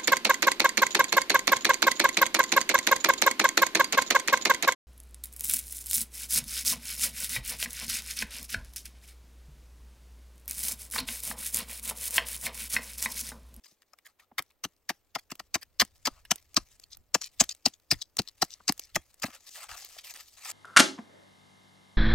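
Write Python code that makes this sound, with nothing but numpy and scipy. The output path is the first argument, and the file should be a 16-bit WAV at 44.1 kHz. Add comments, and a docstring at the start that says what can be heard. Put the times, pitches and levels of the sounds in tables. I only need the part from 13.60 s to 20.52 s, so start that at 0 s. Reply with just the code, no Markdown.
"""A big knife stabs lake ice about four times a second, first further off, then close by.
Each stab is a crunch of tiny fractures, ending in a knock as the blade jams and a thud as the
ice sheet flexes. The steel rings faintly, the blade scrapes out, chips skitter, snow trickles.
At the end a bare hand sweeps loose ice from the hole. Light wind rumbles on the microphone."""
import sys
import numpy as np
from scipy import signal
from scipy.fft import rfft, irfft, next_fast_len
from scipy.io import wavfile

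SR = 44100
rng = np.random.default_rng(int(sys.argv[2]) if len(sys.argv) > 2 else 0)


def pcm_store(signal):
    """Save signal as 16-bit PCM."""
    levels = np.round(np.clip(np.atleast_2d(signal), -1, 1) * 32767)
    wavfile.write(sys.argv[1], SR, levels.astype(np.int16).T)


N = 305172
BURST_SAMPLES = 5120
LEAD_S = .015  # first touch to start of swell

# wind on the microphone: (time [s], level [dB])
WIND_LEVEL = [(0.0, -90.5), (2.7, -65.5), (2.79, -71), (3.45, -70), (4.05, -78.5), (5.24, -71),
              (5.99, -78.5), (6.13, -73.5), (6.92, -75.5)]
# short low rumbles, mostly just after a stab: (time [s], peak [dB])
LOW_THUMPS = [(2.51, -59), (3.005, -54.5), (3.39, -59), (3.83, -53.5), (4.35, -46), (5.375, -53),
              (6.12, -58)]
# open-air hiss: (time [s], level [dB])
HISS_LEVEL = [(0, -78.5), (1.5, -77.5), (2.0, -76.5), (6.92, -76)]
# snow trickling round the hole: (time [s], relative level [dB])
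TRICKLE_LEVEL = [(0.0, -73), (0.68, -86), (1.89, -75.5), (2.21, -77.5), (2.37, -69.5), (3.25, -70.5),
                 (3.36, -77), (3.58, -82), (3.75, -64), (4.07, -73.5), (4.64, -80), (4.81, -64),
                 (5.67, -67.5), (5.8, -62.5)]
# blade, sleeve or palm over loose ice: (time [s], length [s], rustle [dB], lumps re rustle [dB])
BRUSH_STROKES = [(0.033, 0.086, -62, -29), (0.46, 0.034, -67, -1), (0.585, 0.041, -70, 2),
                 (2.512, 0.083, -69, 3), (3.097, 0.061, -66.5, -15.5), (5.654, 0.053, -55, -3),
                 (5.723, .03, -52.5, -3), (5.857, 0.036, -52, -23), (5.904, 0.07, -53.5, -41),
                 (5.945, 0.097, -47.5, -3), (6.084, 0.074, -47.5, 0.5), (6.162, 0.1, -49, -15),
                 (6.279, 0.13, -53.5, -12.5), (6.432, 0.072, -45, -12), (6.54, .065, -49.5, -8),
                 (6.597, 0.16, -62, -32), (6.765, 0.18, -55.5, -8), (6.832, .085, -43, -11.5)]
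# blade grazing the ice: (time [s], length [s], grit [dB], grit pitch [Hz], crack [dB])
BLADE_SCRAPES = [(0.037, 0.0069, -51.5, 5000, -60), (0.058, .008, -54.5, 4200, -60),
                 (0.218, 0.011, -63.5, 6130, -62), (0.333, 0.0023, -47.5, 5370, -57.5),
                 (0.386, 0.0027, -56, 3260, -52.5), (0.446, 0.027, -56.5, 5600, -52),
                 (0.595, 0.0088, -64, 5050, -54.5), (0.9, .014, -67.5, 4260, -66),
                 (1.58, 0.016, -49.5, 4970, -50.5), (1.699, 0.012, -48.5, 6470, -48.5),
                 (2.012, 0.019, -48, 5100, -49.5), (2.651, 0.0039, -50.5, 3440, -44.5),
                 (2.776, 0.0086, -54.5, 4430, -60), (3.236, 0.0052, -44.5, 4660, -60.5),
                 (3.3, 0.054, -48.5, 4920, -67), (3.612, 0.0098, -31, 6300, -45),
                 (3.627, 0.048, -40.5, 5700, -52.5), (3.818, 0.028, -44.5, 4040, -44),
                 (3.89, 0.0088, -28.5, 6840, -48.5), (3.898, 0.028, -37.5, 5000, -56.5),
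                 (4.066, 0.012, -42, 4420, -40), (4.136, 0.0048, -45.5, 5800, -66),
                 (3.797, 0.0044, -22, 7025, -37.5), (4.306, 0.0072, -24, 5600, -50),
                 (4.327, 0.015, -39.5, 4090, -41), (4.381, 0.038, -55, 5030, -69),
                 (4.413, 0.013, -31.5, 4650, -66), (4.583, 0.0028, -38, 5170, -40),
                 (4.672, .02, -41, 4670, -59), (4.813, 0.0047, -42.5, 5500, -45),
                 (4.898, 0.042, -44.5, 4740, -62), (5.198, 0.059, -53, 5870, -64.5),
                 (5.347, 0.0049, -35, 5840, -37.5), (5.618, 0.013, -33.5, 6280, -41.5),
                 (5.65, 0.019, -42.5, 4490, -43), (6.384, 0.011, -41, 3340, -48)]
# single chips snapping or landing: (time [s], level [dB], pitch [Hz])
SINGLE_CHIPS = [(.472, -53, 1840), (.601, -62, 1800), (.8231, -39.5, 11900), (1.754, -43.5, 2930),
                (2.03, -39, 2300), (2.2498, -42, 7630), (2.758, -34, 9300), (2.9441, -37.5, 6100),
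                (3.1982, -44.5, 7860), (3.3707, -44, 13740), (3.8402, -33, 5590), (3.949, -47, 7600),
                (4.0836, -36.5, 4600), (4.569, -27.5, 6460), (4.4215, -38, 4600), (4.6184, -38.5, 4770),
                (4.8414, -36.5, 5340), (4.8485, -38, 6150), (5.1227, -26, 11000), (5.178, -43.5, 6500),
                (5.195, -28, 6530), (5.542, -49.5, 8000), (5.5988, -49, 7100), (6.2481, -36.5, 14600),
                (6.5387, -39.5, 5160)]
# loose block nudged: (time [s], knock [dB], knock pitch [Hz], thud [dB])
BLOCK_NUDGES = [(0.119, -76, 610, -67.5), (.336, -57, 1230, -90), (0.717, -55.5, 680, -56),
                (5.004, -55.5, 910, -64), (5.683, -53, 785, -50.5), (6.365, -55, 720, -76)]
# tip breaks in, then jams; one row per catch: (time [s], time to jam [s], grit [dB],
# grit pitch [Hz], crack [dB], knock [dB], knock pitch [Hz], thud [dB], nominal thud pitch [Hz])
KNIFE_STABS = [(.781, .013, -34, 4600, -27.5, -41.5, 1070, -45, 232),
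               (1.037, .014, -33.5, 5770, -33.5, -43.5, 800, -40.5, 216),
               (1.291, 0.011, -31.5, 5360, -29, -34, 870, -41.5, 219),
               (1.549, .011, -34.5, 5230, -34, -31, 810, -47, 283),
               (1.714, .006, -37, 5170, -39.5, -44.5, 1010, -44.5, 259),
               (1.794, .007, -40, 5040, -41, -44, 1030, -54, 157),
               (1.942, .014, -26, 5560, -29, -31.5, 1000, -38.5, 239),
               (2.197, 0.0081, -16, 4900, -23.5, -37, 1200, -51, 302),
               (2.21, 0.0099, -21.5, 4720, -21.5, -27, 1170, -32.5, 207),
               (2.453, 0.009, -25, 5860, -31.5, -50, 974, -56.5, 300),
               (2.468, 0.007, -26, 4880, -29.5, -28.5, 900, -36.5, 273),
               (2.708, 0.0083, -18.5, 6380, -23.5, -29, 920, -38.5, 198),
               (2.965, .0075, -16, 4900, -29.5, -26.5, 1090, -30, 252),
               (3.543, .008, -17.5, 6270, -26, -25, 720, -33, 390),
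               (3.8, .012, -13.5, 7100, -26, -27, 644, -29, 203.6),
               (4.055, .009, -16.5, 5260, -32, -29.5, 920, -32.5, 270),
               (4.311, 0.01, -17, 5000, -27.5, -37, 659, -31.5, 196.2),
               (4.587, .007, -20.5, 4500, -32.5, -33.5, 840, -30, 244),
               (4.818, .008, -19.5, 5030, -28, -22.5, 792, -33, 372.4),
               (5.079, .002, -17, 6330, -30.5, -53, 1110, -62, 293),
               (5.088, 0.0072, -21, 5330, -29, -30.5, 728, -29, 259),
               (5.355, 0.0073, -25.5, 6800, -24.5, -28, 730, -36, 155),
               (5.631, 0.011, -33.5, 5290, -31, -32.5, 735, -32, 244)]
# steel damped by fist and ice: (frequency [Hz], level [dB], t60 [s])
BLADE_MODES = [(1570, -8.5, 0.016), (2730, -6.5, 0.056), (4500, -2.5, 0.019), (5440, -4.5, 0.017),
               (5940, -2, .045), (6460, -1, 0.036), (7630, -6.5, .05), (7550, -4, 0.04),
               (8150, -6.5, 0.022), (8300, -9.5, 0.043), (9700, -21, 0.12)]
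# free blade after a glancing blow: (time [s], level [dB], frequency [Hz], t60 [s])
GLANCE_PING = (5.361, -44, 3320, .1)
# microphone ports: (frequency [Hz], left minus right [dB], left phase lead [rad])
MIC_PORTS = [(100, 2.5, .092), (2000, 2, .11), (3400, 4.5, 0.13), (4360, 0.5, 1.3), (5070, 7.5, 0.98),
             (6160, 4.5, 0.98), (7200, 5, 0.78), (8400, -3.5, 1.2), (10640, -4, 2), (11100, 3, 2.78),
             (13100, -12.5, 1.1), (14200, -8, 2), (15200, -3, 5.6), (16000, 0.5, 6.2)]

# spectra of wind, air and ice: (frequency [Hz], density [dB])
RUMBLE_SPECTRUM = [(15, -2), (40, 1.5), (85, 2), (140, -13), (300, -26.5), (1000, -47)]
AIR_SPECTRUM = [(50, -10.5), (130, -9.5), (270, -3), (550, -3), (1500, -13), (3000, -16.5), (7000, -23.5),
                (11000, -21.5), (14500, -13.5)]
RUSTLE_SPECTRUM = [(1800, -21.5), (3300, -5.5), (4500, 2.5), (7000, 2.5), (9000, -2), (11000, -6),
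                   (14000, -2), (16000, -16)]
LUMP_SPECTRUM = [(200, -12.5), (480, -17.5), (700, -5.5), (1000, -5), (1300, 2), (2200, -24), (5000, -47.5)]
CRACK_SPECTRUM = [(500, -14.5), (900, -10.5), (1280, -1), (1460, -11), (1700, 1), (2200, 0), (2700, -1.5),
                  (3300, -7.5), (5000, -22.5)]
GRIT_SPECTRUM = [(2000, -25), (3200, -3), (4800, 2), (6000, -2.5), (7300, -1.5), (8500, -7.5), (10500, -21),
                 (13000, -39.5)]
FIZZ_SPECTRUM = [(6500, -29.5), (9000, 1.5), (11000, -1), (12500, -1), (14000, 4.5), (15300, -5.5),
                 (16500, -20)]
KNOCK_SPECTRUM = [(250, -19), (400, -11.5), (550, -2.5), (700, 6), (900, -6.5), (1250, 1), (1600, -9.5),
                  (3000, -26)]
THUD_SPECTRUM = [(30, -18.5), (60, -13.5), (110, -8), (200, -1.5), (330, -4.5), (460, -20), (900, -36.5)]
CHIP_SPECTRUM = [(300, -7.5), (1500, -11.5), (5000, -6), (9000, -6.5), (15000, -6)]


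def from_db(db):
    return 10 ** (np.asarray(db) / 20)


def unit_rms(x):
    return x / np.sqrt(np.mean(x ** 2) + 1e-20)


def at_level(x, db, length_s):
    """Scale a burst to the energy of length_s at this level."""
    return from_db(db) * unit_rms(x) * np.sqrt(length_s * SR / x.shape[-1])


def gain_curve(rows):
    """Per-sample gain from (time [s], level [dB]) rows."""
    return from_db(np.interp(np.arange(N) / SR, *np.transpose(rows)))


def add(out, at_s, sound):
    i = max(0, int(at_s * SR))
    out[:, i:i + sound.shape[-1]] += sound[..., :max(0, N - i)]


def drift(rate_hz, size=N):
    """Interpolated unit-normal random knots."""
    knots = rng.standard_normal(int(size / SR * rate_hz) + 2)
    return np.interp(np.arange(size) / SR * rate_hz, np.arange(len(knots)), knots)


def colour(x, spectrum, peak_hz=1000, peak_db=0, width_oct=.3):
    """Minimum-phase filter: a spectrum plus one broad resonance."""
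    size = 2 * next_fast_len(x.shape[-1] // 2 + 1)
    pitch_oct = np.log2(np.maximum(np.fft.rfftfreq(size, 1 / SR), 20))
    hz, db = np.transpose(spectrum)
    outside_oct = np.abs(pitch_oct - np.clip(pitch_oct, np.log2(hz[0]), np.log2(hz[-1])))
    db = np.interp(pitch_oct, np.log2(hz), db) - 20 * outside_oct
    db += peak_db / (1 + ((pitch_oct - np.log2(peak_hz)) / width_oct) ** 2)
    cepstrum = irfft(np.log(from_db(db)))[:size // 2]
    cepstrum[1:] *= 1 + np.cos(np.linspace(0, np.pi, size // 2 - 1))  # taper keeps the pulse short
    return irfft(rfft(x, size) * np.exp(rfft(cepstrum, size)))[..., :x.shape[-1]]


def wind_and_thumps(thump_half_width_s=.03):
    """Steady wind on the microphone; over it short low rumbles, mostly just after a stab."""
    t = np.arange(N) / SR
    thumps = sum(from_db(db) * np.exp(-((t - at_s) / thump_half_width_s) ** 2)
                 for at_s, db in LOW_THUMPS)
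    noise = rng.standard_normal(N) + .97 * rng.standard_normal((2, N))
    return (gain_curve(WIND_LEVEL) + thumps) * unit_rms(colour(noise, RUMBLE_SPECTRUM))


def open_air():
    """Faint broadband hiss."""
    noise = rng.standard_normal(N) + .66 * rng.standard_normal((2, N))
    return gain_curve(HISS_LEVEL) * unit_rms(colour(noise, AIR_SPECTRUM))


def fractures(per_s, spread_db, size=BURST_SAMPLES, pan_db=4):
    """Tiny breaks at random times and spots: many small, few large."""
    chance, kind = rng.random((2, size))
    at = np.flatnonzero(chance < per_s / SR)
    strength = np.minimum(-np.log(chance[at] * SR / per_s + 1e-9), 4)
    side_db = pan_db * np.cos(2 * np.pi * kind[at])
    clicks = np.zeros((2, size))
    clicks[:, at] = np.sign(kind[at] - .5) * from_db(spread_db * strength + [side_db, -side_db])
    return clicks


def crystals(bands=26, patch_db=3.8, clump_db=2.2):
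    """Crystals rub and tumble in clumps; each size comes and goes in its own band."""
    out, edges_hz = 0, np.geomspace(420, 16000, bands + 1)
    swarms = [fractures(per_s=3200, spread_db=4.4, size=N) + 1e-18 for _ in range(2)]
    for k, band_hz in enumerate(zip(edges_hz, edges_hz[1:])):
        bandpass = signal.butter(2, band_hz, "band", fs=SR, output="sos")
        out += from_db(patch_db * drift(45)) * signal.sosfilt(bandpass, swarms[k % 2])
    return out * from_db(clump_db * drift(130))


def loose_ice(moves):
    """Snow rustles, crumbs crackle, lumps crunch low. Moves: (envelope, lumps re rustle [dB])."""
    out, grains = 0, crystals()
    layers = [(RUSTLE_SPECTRUM, 0, 0), (CRACK_SPECTRUM, .41, -1.8), (LUMP_SPECTRUM, 1, 0)]
    for spectrum, lump_share, trim_db in layers:
        gain = sum(envelope * from_db(lump_share * lumps_db + trim_db) for envelope, lumps_db in moves)
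        out += gain * unit_rms(colour(grains, spectrum))
    return out


def showers():
    """Crumbs thrown up by each stab, stronger with its grit: (time [s], level [dB])."""
    return [(at_s + length_s, -56.5 + .49 * grit_db) for at_s, length_s, grit_db, *_ in KNIFE_STABS]


def crumbs(shower_peak_s=.032, lumps_db=-12):
    """Snow trickles unevenly; each stab's shower swells and dies away."""
    t = np.arange(N) / SR
    power = (gain_curve(TRICKLE_LEVEL) * from_db(-1.5)) ** 2
    for at_s, db in showers():
        age = np.clip((t - at_s) / shower_peak_s, 0, 20)
        power += (from_db(db) * age * np.exp(1 - age)) ** 2
    flicker = from_db(3.7 * drift(110) - 2)
    return loose_ice([(np.sqrt(power) * flicker, lumps_db)])


def brushes(attack_s=.01, release_s=.016):
    """Blade, sleeve or palm pushes loose ice, catching as it slides."""
    t, moves = np.arange(N) / SR, []
    catching = from_db(2.2 * drift(70) - .5)
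    for at_s, length_s, db, lumps_db in BRUSH_STROKES:
        attack = np.clip((t - at_s) / attack_s, 0, 1)
        release = np.exp(-np.clip((t - at_s - length_s) / release_s, 0, 20))
        moves.append((from_db(db) * attack * release * catching, lumps_db))
    return loose_ice(moves)


def stroke(length_s, rise_s, fall_s, tail_db, tail_s, touch_db=-28, touch_s=.003):
    """Contact force: light touch, swell from LEAD_S, hold, release, settling tail."""
    t = np.arange(BURST_SAMPLES) / SR - LEAD_S
    after_s = np.maximum(t - length_s, 0)
    touch = from_db(touch_db) * np.exp(np.minimum(t, 0) / touch_s)
    swell = np.maximum(np.clip(t / rise_s, 0, 1) ** 2, touch)
    return swell * (np.exp(-after_s / fall_s) + from_db(tail_db) * np.exp(-after_s / tail_s))


def shard(x, spectrum, peak_hz, peak_db, ripple_db, ring_s, taps=1024):
    """A piece of ice: one main resonance, random lesser ones, all quickly damped."""
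    hz, db = np.transpose(spectrum)
    grid_hz = np.geomspace(hz[0], hz[-1], 30)
    own_db = np.interp(np.log(grid_hz), np.log(hz), db) + ripple_db * rng.standard_normal(len(grid_hz))
    own_spectrum = np.transpose([grid_hz, own_db])
    response = colour(signal.unit_impulse(taps), own_spectrum, peak_hz, peak_db, width_oct=.28)
    response *= np.exp(-(np.arange(taps) / SR / ring_s) ** 2)
    size = BURST_SAMPLES + taps
    return irfft(rfft(x, size) * rfft(response, size))[..., :BURST_SAMPLES]


def crunch(row, force, per_s, spread_db, ripple_db, peak_db, crack_lag_s, grit_share, fizz_trim_db):
    """Fracture swarm: grit from two splinters and fizz first, coarser cracks as the steel sinks in."""
    length_s, grit_db, grit_hz, crack_db = row
    splinters = [force * fractures(per_s / 2, spread_db) for _ in range(2)]
    grit = sum(shard(clicks, GRIT_SPECTRUM, grit_hz * 2 ** detune_oct, peak_db, ripple_db, ring_s=.005)
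               for clicks, detune_oct in zip(splinters, (-.15, .15)))
    fizz = colour(force * fractures(2 * per_s, spread_db), FIZZ_SPECTRUM)
    crack = shard(force * fractures(per_s, spread_db), CRACK_SPECTRUM,
                  peak_hz=3600, peak_db=.79, ripple_db=1.4 * ripple_db, ring_s=.0024)
    crack = np.roll(crack, int(crack_lag_s * SR), axis=-1)
    fizz_db = crack_db + grit_share * (grit_db - crack_db) + fizz_trim_db
    layers = [(grit, grit_db), (fizz, fizz_db), (crack, crack_db)]
    return sum(at_level(sound, db, length_s) for sound, db in layers)


def scrapes(trim_db=-2.4):
    """The blade grazes the ice going in or out: sparse, uneven fractures."""
    out = np.zeros((2, N))
    for at_s, *row in BLADE_SCRAPES:
        length_s = row[0]
        force = stroke(length_s, rise_s=.00088 + .2 * length_s, fall_s=.0025,
                       tail_db=-20, tail_s=.012, touch_db=-25.5)
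        scrape = crunch(row, force, per_s=1500, spread_db=6, ripple_db=7, peak_db=9,
                        crack_lag_s=.00022, grit_share=.28, fizz_trim_db=-3.5)
        add(out, at_s - LEAD_S - .001, from_db(trim_db) * scrape)
    return out


def chips(strays_per_stab=3, max_flight_s=.16, pops_per_brush=3):
    """Short pitched snaps: single chips, strays landing after stabs, lumps popping under brushes."""
    out = np.zeros((2, N))
    strays = [(at_s + max_flight_s * flight, db - 1 + 9 * weight, 3500 * 2 ** (1.3 * pitch))
              for at_s, db in showers()
              for flight, weight, pitch in rng.random((strays_per_stab, 3))]
    pops = [(at_s + length_s * when, db - 2.5 + 8 * weight, 1500 * 2 ** (2.1 * pitch))
            for at_s, length_s, db, _ in BRUSH_STROKES
            for when, weight, pitch in rng.random((pops_per_brush, 3))]
    force = stroke(.00021, rise_s=.00015, fall_s=.0016, tail_db=-20, tail_s=.0039,
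                   touch_db=-18.5, touch_s=.0012)
    for at_s, db, hz in list(SINGLE_CHIPS) + strays + pops:
        clicks = force * fractures(per_s=24000, spread_db=2.5)
        snap = shard(clicks, CHIP_SPECTRUM, hz, peak_db=9, ripple_db=.5, ring_s=.0063)
        add(out, at_s - LEAD_S, at_level(snap, db, .0017))
    return out


def knocks(block_hz=287, jam_lead_s=.0058, thud_lag_s=.0043):
    """The blade jams or a block is nudged: a woody knock, then the slower, lower flex of the ice."""
    out, t = np.zeros((2, N)), np.arange(BURST_SAMPLES) / SR
    jam = stroke(.0078, rise_s=.0055, fall_s=.003, tail_db=-34.5, tail_s=.02, touch_db=-20.5)
    shake = stroke(.006, rise_s=.004, fall_s=.0055, tail_db=-27, tail_s=.016, touch_db=-12, touch_s=.005)
    sway = stroke(.006, rise_s=.004, fall_s=.011, tail_db=-20, tail_s=.025)
    flex_envelope = (t / .0022) ** 2 * np.exp(-t / .002)
    blows = [(at_s + length_s, *row[3:]) for at_s, length_s, *row in KNIFE_STABS]
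    blows += [(*row, block_hz) for row in BLOCK_NUDGES]
    for at_s, knock_db, knock_hz, thud_db, thud_hz in blows:
        clicks = jam * fractures(per_s=8800, spread_db=7.5)
        knock = shard(clicks, KNOCK_SPECTRUM, knock_hz, peak_db=6.5, ripple_db=4, ring_s=.0043)
        add(out, at_s - LEAD_S - jam_lead_s, at_level(knock, knock_db + .18, .01))
        flex_hz = thud_hz * (.7 + .55 * np.exp(-t / .009))  # low bending waves arrive last
        flex = flex_envelope * np.sin(2 * np.pi * np.cumsum(flex_hz) / SR + rng.uniform(0, 2 * np.pi))
        shudder = colour(shake * rng.standard_normal(BURST_SAMPLES), THUD_SPECTRUM)
        heave = colour(sway * rng.standard_normal(BURST_SAMPLES), RUMBLE_SPECTRUM)
        thud_s = at_s + thud_lag_s
        add(out, thud_s - .0045, at_level(flex, thud_db, .0042))
        add(out, thud_s - LEAD_S - .006, at_level(shudder, thud_db - 1.5, .0084))
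        add(out, thud_s - LEAD_S - .004, at_level(heave, thud_db - 23, .0046))
    return out


def bites(slip_db=2, slips_per_s=400):
    """The tip sticks and slips through the crust: hard, dense fractures."""
    out = np.zeros((2, N))
    for at_s, *row in KNIFE_STABS:
        force = stroke(row[0], rise_s=.0018, fall_s=.0035, tail_db=-28, tail_s=.019,
                       touch_db=-23, touch_s=.0023)
        force *= from_db(slip_db * drift(slips_per_s, BURST_SAMPLES))
        bite = crunch(row[:4], force, per_s=14000, spread_db=2.5, ripple_db=5, peak_db=14,
                      crack_lag_s=.0011, grit_share=.2, fizz_trim_db=-6.5)
        add(out, at_s - LEAD_S - .001, bite)
    return out


def blade_ring(re_grit_db=-12, spread_db=1, attack_s=.001):
    """Each bite rings the steel briefly; one glancing blow makes it ping."""
    out, t = np.zeros((2, N)), np.arange(BURST_SAMPLES) / SR
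    hz, db, t60_s = np.transpose(BLADE_MODES)[:, :, None]
    attack = np.minimum(t / attack_s, 1)
    for at_s, length_s, grit_db, *_ in KNIFE_STABS:
        strength, phase = rng.standard_normal((2, len(BLADE_MODES), 1))
        decay = from_db(db + spread_db * strength - 60 * t / t60_s)
        modes = decay * np.sin(2 * np.pi * (hz * t + phase))
        add(out, at_s + length_s / 2, from_db(grit_db + re_grit_db) * attack * modes.sum(0))
    at_s, db, hz, t60_s = GLANCE_PING
    add(out, at_s, from_db(db - 60 * t / t60_s) * np.sin(2 * np.pi * hz * t))
    return out


def microphone(x):
    """The two ports shade and delay the sound differently."""
    size = 2 * next_fast_len(N // 2 + BURST_SAMPLES)
    hz, balance_db, lead_rad = np.transpose(MIC_PORTS)
    bins_hz = np.fft.rfftfreq(size, 1 / SR)
    left_gain = from_db(np.interp(bins_hz, hz, balance_db) / 2)
    left = left_gain * np.exp(.5j * np.interp(bins_hz, hz, lead_rad))
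    ports = np.array([left, 1 / left]) / np.sqrt((left_gain ** 2 + left_gain ** -2) / 2)
    return irfft(rfft(x, size) * ports)[:, :N]


def scene():
    """Knife and ice through the ports, over wind, low thumps and air."""
    knife_and_ice = bites() + scrapes() + blade_ring() + knocks() + chips() + crumbs() + brushes()
    return microphone(knife_and_ice) + wind_and_thumps() + open_air()


def record(dry):
    """Hard clip, then steep low-pass."""
    ceiling, cutoff_hz = .85, 16100
    lowpass = signal.ellip(10, .1, 70, cutoff_hz, fs=SR, output="sos")
    return signal.sosfilt(lowpass, np.clip(dry, -ceiling, ceiling))


dry = scene()
out = record(dry)
pcm_store(out)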